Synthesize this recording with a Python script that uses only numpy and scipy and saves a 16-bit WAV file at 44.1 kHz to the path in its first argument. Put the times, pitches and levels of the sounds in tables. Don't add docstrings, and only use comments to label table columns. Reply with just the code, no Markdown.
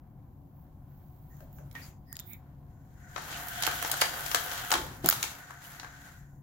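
import sys
import numpy as np
from scipy import signal
from scipy.fft import rfft, irfft, next_fast_len
from scipy.io import wavfile
from scipy.ndimage import uniform_filter1d

SR = 44100
rng = np.random.default_rng(int(sys.argv[2]) if len(sys.argv) > 2 else 0)


def field_ratio(decibels):
    return 10 ** (np.asarray(decibels, dtype=float) / 20)


def master_out(mix):
    frames = np.transpose(np.atleast_2d(mix))
    ceiling = np.clip(frames, -1, 1)
    pcm = np.round(ceiling * 32767).astype(np.int16)
    wavfile.write(sys.argv[1], SR, pcm)


N = 283197

# (pitch [Hz], width [Hz], level against the plain contact [dB])
BLIND_MODES = [(764, 125, 3), (883, 110, 5), (1170, 910, 2), (1317, 52, -10), (1825, 110, -6),
               (2260, 210, -0.5), (2755, 550, -2.5), (3230, 200, 0.5), (3950, 1000, -2), (4500, 560, -17.5),
               (6500, 2300, -7), (6960, 81, -12), (11470, 5400, 2), (14400, 570, -2.5)]
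# (time [s], slat rustle level [dB], extra brightness [dB])
MOTION = [(0, -91, -7), (.41, -89, -1.5), (1.23, -83, 4.5), (1.36, -81, 2), (1.74, -77.5, 3),
          (1.76, -58.5, -4), (1.88, -67, 9), (2.0, -93, -1), (2.2, -73, -3), (2.3, -78.5, 4),
          (2.4, -84, -6), (2.77, -86.5, 1), (3.06, -74.5, 0.5), (3.15, -62, 1), (3.18, -52, -4),
          (3.26, -52, -1), (3.35, -47, -5.5), (3.5, -49.5, 2), (3.66, -44, -3), (3.79, -45, 0),
          (3.97, -42.5, -1.5), (4.11, -46, -1), (4.45, -45, 3), (4.67, -47.5, -1), (4.78, -53, 7),
          (4.88, -54, -1), (5.02, -63, 2), (5.06, -40.5, -2), (5.13, -41.5, 3.5), (5.22, -46.5, -1),
          (5.42, -60.5, 0.5), (5.6, -65, -1.5), (5.65, -56, 1), (5.92, -65, -3), (6.08, -62, 1),
          (6.28, -83, 5), (6.42, -90.5, 13)]
FULL_PULL_DB = -45
CLACK_T60_S = 0.019


def in_time(rows):
    s, *columns = np.transpose(rows)
    t = np.arange(N) / SR
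    return [np.interp(t, s, column) for column in columns]


def at_hz(points, hz):
    table_hz, values = np.transpose(points)
    return np.interp(np.log(hz + 1), np.log(table_hz), values)


def rms_one(x):
    return x / np.sqrt(np.mean(x ** 2) + 1e-30)


def panned(db):
    return field_ratio(np.array([db / 2, -db / 2]))


def wavering(span_s):
    span = max(int(span_s * SR), 1)
    smooth = uniform_filter1d(rng.standard_normal(N), span)
    return rms_one(uniform_filter1d(smooth, span))


def two_ears(pair, gain):
    # (frequency [Hz], likeness [0 to 1])
    likeness = [(60, 0.93), (120, 0.99), (240, 0.92), (480, 0.82), (950, 0.47), (1890, 0.02), (3770, 0.013),
                (7520, 0.02), (15000, 0.01)]
    # (frequency [Hz], left minus right [dB])
    left_colour = [(60, 2.0), (120, 2.5), (240, 2), (480, 3.5), (950, 0.5), (1890, 2), (3770, 2.5),
                   (7520, 5.5), (15000, -6)]
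    hz = np.fft.rfftfreq(pair.shape[1], 1 / SR)
    alike = np.clip(at_hz(likeness, hz), 0, 1)
    mid, side = rfft(pair)
    mid = mid * np.sqrt(1 + alike)
    side = side * np.sqrt(1 - alike)
    left_right = np.array([mid + side, mid - side])
    return irfft(left_right * gain(hz) * panned(at_hz(left_colour, hz)), pair.shape[1])


def three_bands(x):
    hz = np.fft.rfftfreq(x.shape[1], 1 / SR)
    low = 1 / (1 + (hz / 2300) ** 4)
    treble = 1 / (1 + (9000 / (hz + 1)) ** 8)
    return [irfft(rfft(x) * share, x.shape[1]) for share in (low, 1 - low - treble, treble)]


def one_band(size, centre_hz, width_hz):
    return two_ears(rng.standard_normal((2, size)), lambda hz: 1 / (1 + (2 * (hz - centre_hz) / width_hz) ** 2))


def resonances(modes, hz, chance_db):
    response = 1
    for (mode_hz, width_hz, db), chance in zip(modes, chance_db):
        response = response + field_ratio(db + chance) / (1 + 2j * (hz - mode_hz) / width_hz)
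    return response


def coloured(modes, hz, chance_db):
    # (frequency [Hz], level per Hz [dB])
    contact = [(180, -45.5), (300, -13.5), (411, -15), (553, -12), (708, -11), (985, -8.5), (1510, -2),
               (2520, -12), (7140, -12.5), (9600, -13.5), (11700, -17.5)]
    return field_ratio(at_hz(contact, hz)) * resonances(modes, hz, chance_db)


def strikes(table, modes, rise_s, t60_s):
    size, lead = 2048, 256
    out = np.zeros((2, N + size))
    t = np.maximum(np.arange(size) - lead, 0) / SR
    envelope = field_ratio(-60 * t / t60_s) * (1 - np.exp(-t / rise_s))
    for s, middle_db, low_db, treble_db, pan_db in table:
        burst = rng.standard_normal((2, size)) * envelope
        chance_db = 4 * rng.standard_normal(len(modes))
        ringing = two_ears(burst, lambda hz: coloured(modes, hz, chance_db))
        hit = 0
        for db, band in zip((low_db, middle_db, treble_db), three_bands(ringing)):
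            peak = np.abs(band).max(axis=1, keepdims=True)
            hit = hit + field_ratio(db) * band / peak
        at = round(s * SR) - lead
        out[:, at:at + size] += hit * panned(pan_db)[:, None]
    return out[:, :N]


def quiet_air():
    # (frequency [Hz], level per Hz [dB])
    air_colour = [(15, -25), (25, -4), (70, 0), (92, 1), (154, -1), (330, -16), (457, -28), (496, -20),
                  (617, -23), (726, -23.5), (1060, -22), (1510, -57), (8370, -55), (15200, -42),
                  (16500, -60)]
    # (pitch [Hz], width [Hz], level against the plain rumble [dB])
    drones = [(62, 7.8, -2.5), (140, 5, 7), (281.7, 8.7, 7), (357, 15, 0.5), (739, 42, 6.5)]
    # (time [s], level [dB])
    air_level = [(0.0, -51.5), (0.5, -50), (0.95, -51), (1.82, -48), (2.05, -50.5), (3.0, -50), (3.2, -49),
                 (4.54, -50.5), (4.83, -46.5), (5.11, -46.5), (5.4, -55.5), (6.42, -51.5)]

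    def colour(hz):
        return field_ratio(at_hz(air_colour, hz)) * resonances(drones, hz, np.zeros(len(drones)))

    noise = two_ears(rng.standard_normal((2, next_fast_len(N))), colour)[:, :N]
    return rms_one(noise) * field_ratio(in_time(air_level)[0])


def room(x):
    # (frequency [Hz], time to fall by 60 dB [s])
    echo_t60 = [(300, 0.99), (1500, 0.2), (5000, 0.43), (15000, 0.06)]
    t, tail = np.arange(SR // 2) / SR, 0
    for hz in 125 * 2. ** np.arange(8):
        edges_hz = [hz / np.sqrt(2), min(hz * np.sqrt(2), 20000)]
        octave = signal.butter(1, edges_hz, "band", fs=SR, output="sos")
        noise = two_ears(rng.standard_normal((2, len(t))), np.ones_like)
        t60_s = at_hz(echo_t60, hz)
        tail = tail + signal.sosfilt(octave, noise) * field_ratio(-60 * t / t60_s) / np.sqrt(t60_s)
    tail = tail * (1 - np.exp(-t / 0.0028))
    tail = tail / np.sqrt(np.sum(tail ** 2) / 2)
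    return signal.fftconvolve(x, tail, axes=1)[:, :N]


def fingers():
    # (start [s], hold [s], level [dB])
    brushes = [(0.563, .08, -81), (.9, 0.35, -79.5), (1.29, 0.16, -75), (1.534, .05, -70),
               (1.747, 0.097, -71), (2.083, .05, -78), (2.273, 0.065, -59)]
    attack_db_per_s, release_db_per_s = 600, 400
    t, strength = np.arange(N) / SR, 0
    for s, hold, db in brushes:
        before, after = np.maximum(s - t, 0), np.maximum(t - s - hold, 0)
        strength = strength + field_ratio(db - attack_db_per_s * before - release_db_per_s * after)
    noise = rms_one(one_band(next_fast_len(N), 14900, 4400)[:, :N])
    flutter = field_ratio(1.0 * wavering(0.0072))
    return strength * noise * flutter * panned(-14.5)[:, None]


def ticks():
    # (time [s], middle level [dB], low level [dB], treble level [dB], left minus right [dB])
    tick_rows = [(1.3683, -67, -69, -51, -1), (1.5294, -75, -77, -50, -10), (1.728, -58, -67, -47, 1),
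                 (2.1278, -43, -46.5, -29.5, -12), (2.1556, -39, -59, -55, 13), (2.1676, -30, -62, -31, -2),
                 (2.1912, -31.5, -68, -49, 9), (2.1977, -39, -56, -31.5, -14), (2.2024, -45, -65, -38, -21),
                 (2.3333, -52, -63, -32.5, -13), (5.0603, -27, -37, -8, -5), (5.0887, -8, -12, -1.5, -8),
                 (5.0997, -28, -28, -6, -8)]
    # (pitch [Hz], width [Hz], level against the plain contact [dB])
    tick_modes = [(1930, 280, -10), (3600, 600, 0.5), (5000, 1200, 5.5), (6930, 430, 15.5), (12000, 700, 5),
                  (15000, 1800, 6)]
    return strikes(tick_rows, tick_modes, rise_s=0.00006, t60_s=0.006)


def rings():
    # (time [s], pitch [Hz], width [Hz], level [dB], 60 dB decay time [s])
    creaks = [(1.29, 1840, 250, -68.5, 0.16), (1.289, 6600, 1500, -73, 0.32),
              (1.549, 6500, 1800, -70, 0.19), (1.81, 4780, 800, -54.5, 0.12),
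              (1.799, 6800, 1500, -61.5, .25), (3.31, 2900, 1000, -46, 0.17)]
    # (time [s], pitch [Hz], width [Hz], level [dB], 60 dB decay time [s])
    knocks = [(1.404, 610, 202, -55.5, 0.36), (1.587, 590, 250, -55, 0.26), (1.749, 1863, 110, -42, 0.16),
              (1.751, 2160, 900, -51.5, 0.47), (2.187, 3600, 400, -56, 0.23),
              (4.734, 350, 200, -40.5, 0.54), (5.039, 333, 140, -30, 0.082), (5.058, 213, 123, -37, 0.091),
              (5.040, 151, 60, -35.5, 0.1), (5.041, 697, 250, -34.5, 0.15),
              (5.496, 1140, 600, -48.5, 0.084), (5.646, 2950, 300, -51, 0.027), (5.833, 968, 510, -58, .14)]
    # (start [s], pitch [Hz], width [Hz], level [dB], length [s])
    squeaks = [(2.054, 5000, 400, -61.5, 0.11), (2.06, 1860, 170, -58, 0.088),
               (2.067, 9300, 805, -65, 0.088), (2.249, 3700, 500, -65.5, 0.094),
               (2.263, 2210, 352, -54.5, 0.083)]
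    size = 8192
    out, t = np.zeros((2, N + size)), np.arange(size) / SR

    def dying(rise_s, t60_s):
        return field_ratio(-60 * t / t60_s) * (1 - np.exp(-t / rise_s)) ** 2

    def growing(length_s):
        return np.minimum(t / length_s, 1) * field_ratio(-60 * np.maximum(t - length_s, 0) / 0.08)

    rows = [(*row, dying(0.25 * t60_s, t60_s)) for *row, t60_s in creaks]
    rows += [(*row, dying(0.0036, t60_s)) for *row, t60_s in knocks]
    rows += [(*row, growing(length_s)) for *row, length_s in squeaks]
    for s, hz, width_hz, db, shape in rows:
        sound = one_band(size, hz, width_hz) * shape
        scale = np.sqrt(np.mean(shape ** 2) / np.mean(sound ** 2)) / shape.max()
        at = round(s * SR)
        out[:, at:at + size] += field_ratio(db) * sound * scale
    return out[:, :N]


def whirr():
    # (time [s], level against the full whirr [dB])
    swing = [(2.7, -35), (2.9, -36), (3.05, -15), (3.3, -4), (3.62, 3), (4.14, 0.5), (4.42, 1.5),
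             (4.72, 1.5), (4.85, -12.5), (5.22, -19.5), (5.4, -9), (5.75, -11.5), (6.1, -11.5), (6.25, -24),
             (6.42, -39.5)]
    # (pitch [Hz], width [Hz], level at full whirr [dB], share of the swing [factor])
    whirr_bands = [(714, 41, -52, 1.13), (1510, 190, -48, 0.89), (1800, 510, -50, .9),
                   (3170, 800, -54.5, 2.8), (6800, 1800, -58, 0.67)]
    running = np.arange(N) > swing[0][0] * SR
    swing_db = in_time(swing)[0]
    total = 0
    for hz, width_hz, db, share in whirr_bands:
        noise = rms_one(one_band(next_fast_len(N), hz, width_hz)[:, :N])
        total = total + noise * field_ratio(db + share * swing_db + 1.5 * wavering(0.012))
    return running * total


def rubbing():
    rustle_db, bright_db = in_time(MOTION)
    rail_db = -46 + 0.75 * (rustle_db - FULL_PULL_DB) - bright_db / 2
    fizz_db = rustle_db - 1.5 + bright_db
    size, contacts_per_s = next_fast_len(N), 6000
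    grains = (rng.random((2, size)) < contacts_per_s / SR) * rng.choice([-1, 1], (2, size))
    grains = grains * field_ratio(3 * np.minimum(rng.exponential(1, (2, size)), 5))
    no_chance = np.zeros(len(BLIND_MODES))
    sound = two_ears(grains, lambda hz: coloured(BLIND_MODES, hz, no_chance))[:, :N]
    rail, rustle, fizz = [rms_one(band * field_ratio(1.5 * wavering(0.058))) for band in three_bands(sound)]
    fizz = fizz * panned(2.5)[:, None]
    return rail * field_ratio(rail_db) + rustle * field_ratio(rustle_db) + fizz * field_ratio(fizz_db)


def rattles():
    most_per_s, full_pull_per_s = 40, 20
    draws = rng.random((int(most_per_s * N / SR), 6))
    s = 0.01 + 0.98 * draws[:, 0] * N / SR
    rustle_db = in_time(MOTION)[0][(s * SR).astype(int)]
    kept = most_per_s * draws[:, 1] < full_pull_per_s * field_ratio(rustle_db - FULL_PULL_DB)
    middle, low, treble, pan_db = 1.5 * (4 * draws[:, 2:] - 2).T
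    peak_db = rustle_db + 9
    rows = np.column_stack([s, peak_db + middle, peak_db + low, peak_db + treble + 0.5, pan_db])
    return strikes(rows[kept], BLIND_MODES, rise_s=0.00014, t60_s=CLACK_T60_S)


def clacks():
    # (time [s], middle level [dB], low level [dB], treble level [dB], left minus right [dB])
    clack_rows = [(1.4047, -55, -47.5, -53, 5), (1.5845, -69, -46.5, -59, 2),
                  (1.7125, -56.5, -75, -59, -23), (1.7514, -39, -38.5, -66, -1),
                  (3.1612, -37, -25.5, -67, 12.5), (3.1794, -36, -29.5, -55, -4),
                  (3.4834, -37, -58, -29, -4.5), (3.6233, -18, -33, -24.5, -5), (3.6344, -17, -30, -48, 0),
                  (3.6494, -22.5, -45, -41.5, 5), (3.6659, -20.5, -32, -27.5, -18),
                  (3.675, -28.5, -17.5, -42, 6), (3.8251, -28, -24, -24, -2), (3.8477, -24, -24.5, -47, 4),
                  (3.9147, -18, -38, -16, 4.5), (3.9396, -28, -24, -39, -1), (3.9754, -51.5, -48, -29, -5),
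                  (4.012, -18.5, -43, -25, -9.5), (4.0152, -11.5, -21.5, -24, 9.5),
                  (4.0194, -19.5, -14.5, -47.5, -5), (4.2614, -30, -32, -33, 10),
                  (4.3142, -23.5, -28.5, -32, 4.5), (4.346, -12, -14.5, -19, 4), (4.358, -24, -66, -42, -9),
                  (4.514, -28.5, -33.5, -40, 7), (4.52, -34.5, -26.5, -38, 1),
                  (4.7049, -28, -26.5, -24, -3), (4.7159, -11, -18.5, -31, 0.0),
                  (4.724, -29, -12.5, -19.5, 1), (4.7384, -14.5, -16.5, -25.5, -0.5),
                  (4.7534, -31.5, -20, -44.5, -4.5), (5.0438, -29, -34.5, -36.5, -1),
                  (5.1092, -20.5, -32, -35.5, 5.5), (5.1254, -22, -24, -27.5, -0.5),
                  (5.228, -15, -56, -25.5, 3.5), (5.2383, -26, -29, -32, -2), (5.2503, -35, -53, -43.5, 1),
                  (5.5064, -49, -33.5, -48, 6), (5.7972, -32, -41, -66, -1), (5.8304, -46, -38, -62, 8),
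                  (5.8455, -45, -33.5, -61, 3)]
    return strikes(clack_rows, BLIND_MODES, rise_s=0.0007, t60_s=CLACK_T60_S)


def scene():
    steady = quiet_air() + fingers() + whirr() + rubbing()
    close = ticks() + rings()
    struck = rattles() + clacks()
    echoes = room(field_ratio(-5) * struck + field_ratio(-17) * close)
    return struck + close + steady + echoes


def top_cut(x):
    return signal.sosfilt(signal.butter(12, 16970, fs=SR, output="sos"), x)


def record(dry):
    # (frequency [Hz], level [dB])
    colour_and_low_pass = [(2000, 0), (7400, 0.5), (8200, -4.5), (10500, -0.5), (11600, 4.5), (15850, 4.5),
                           (16150, -35.5)]
    size = next_fast_len(N)
    response = field_ratio(at_hz(colour_and_low_pass, np.fft.rfftfreq(size, 1 / SR)))
    heard = irfft(rfft(dry, size) * response, size)[:, :N]
    headroom = 0.72
    heard = headroom * np.tanh(heard / headroom)
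    return top_cut(heard)


dry = scene()
out = record(dry)
master_out(out)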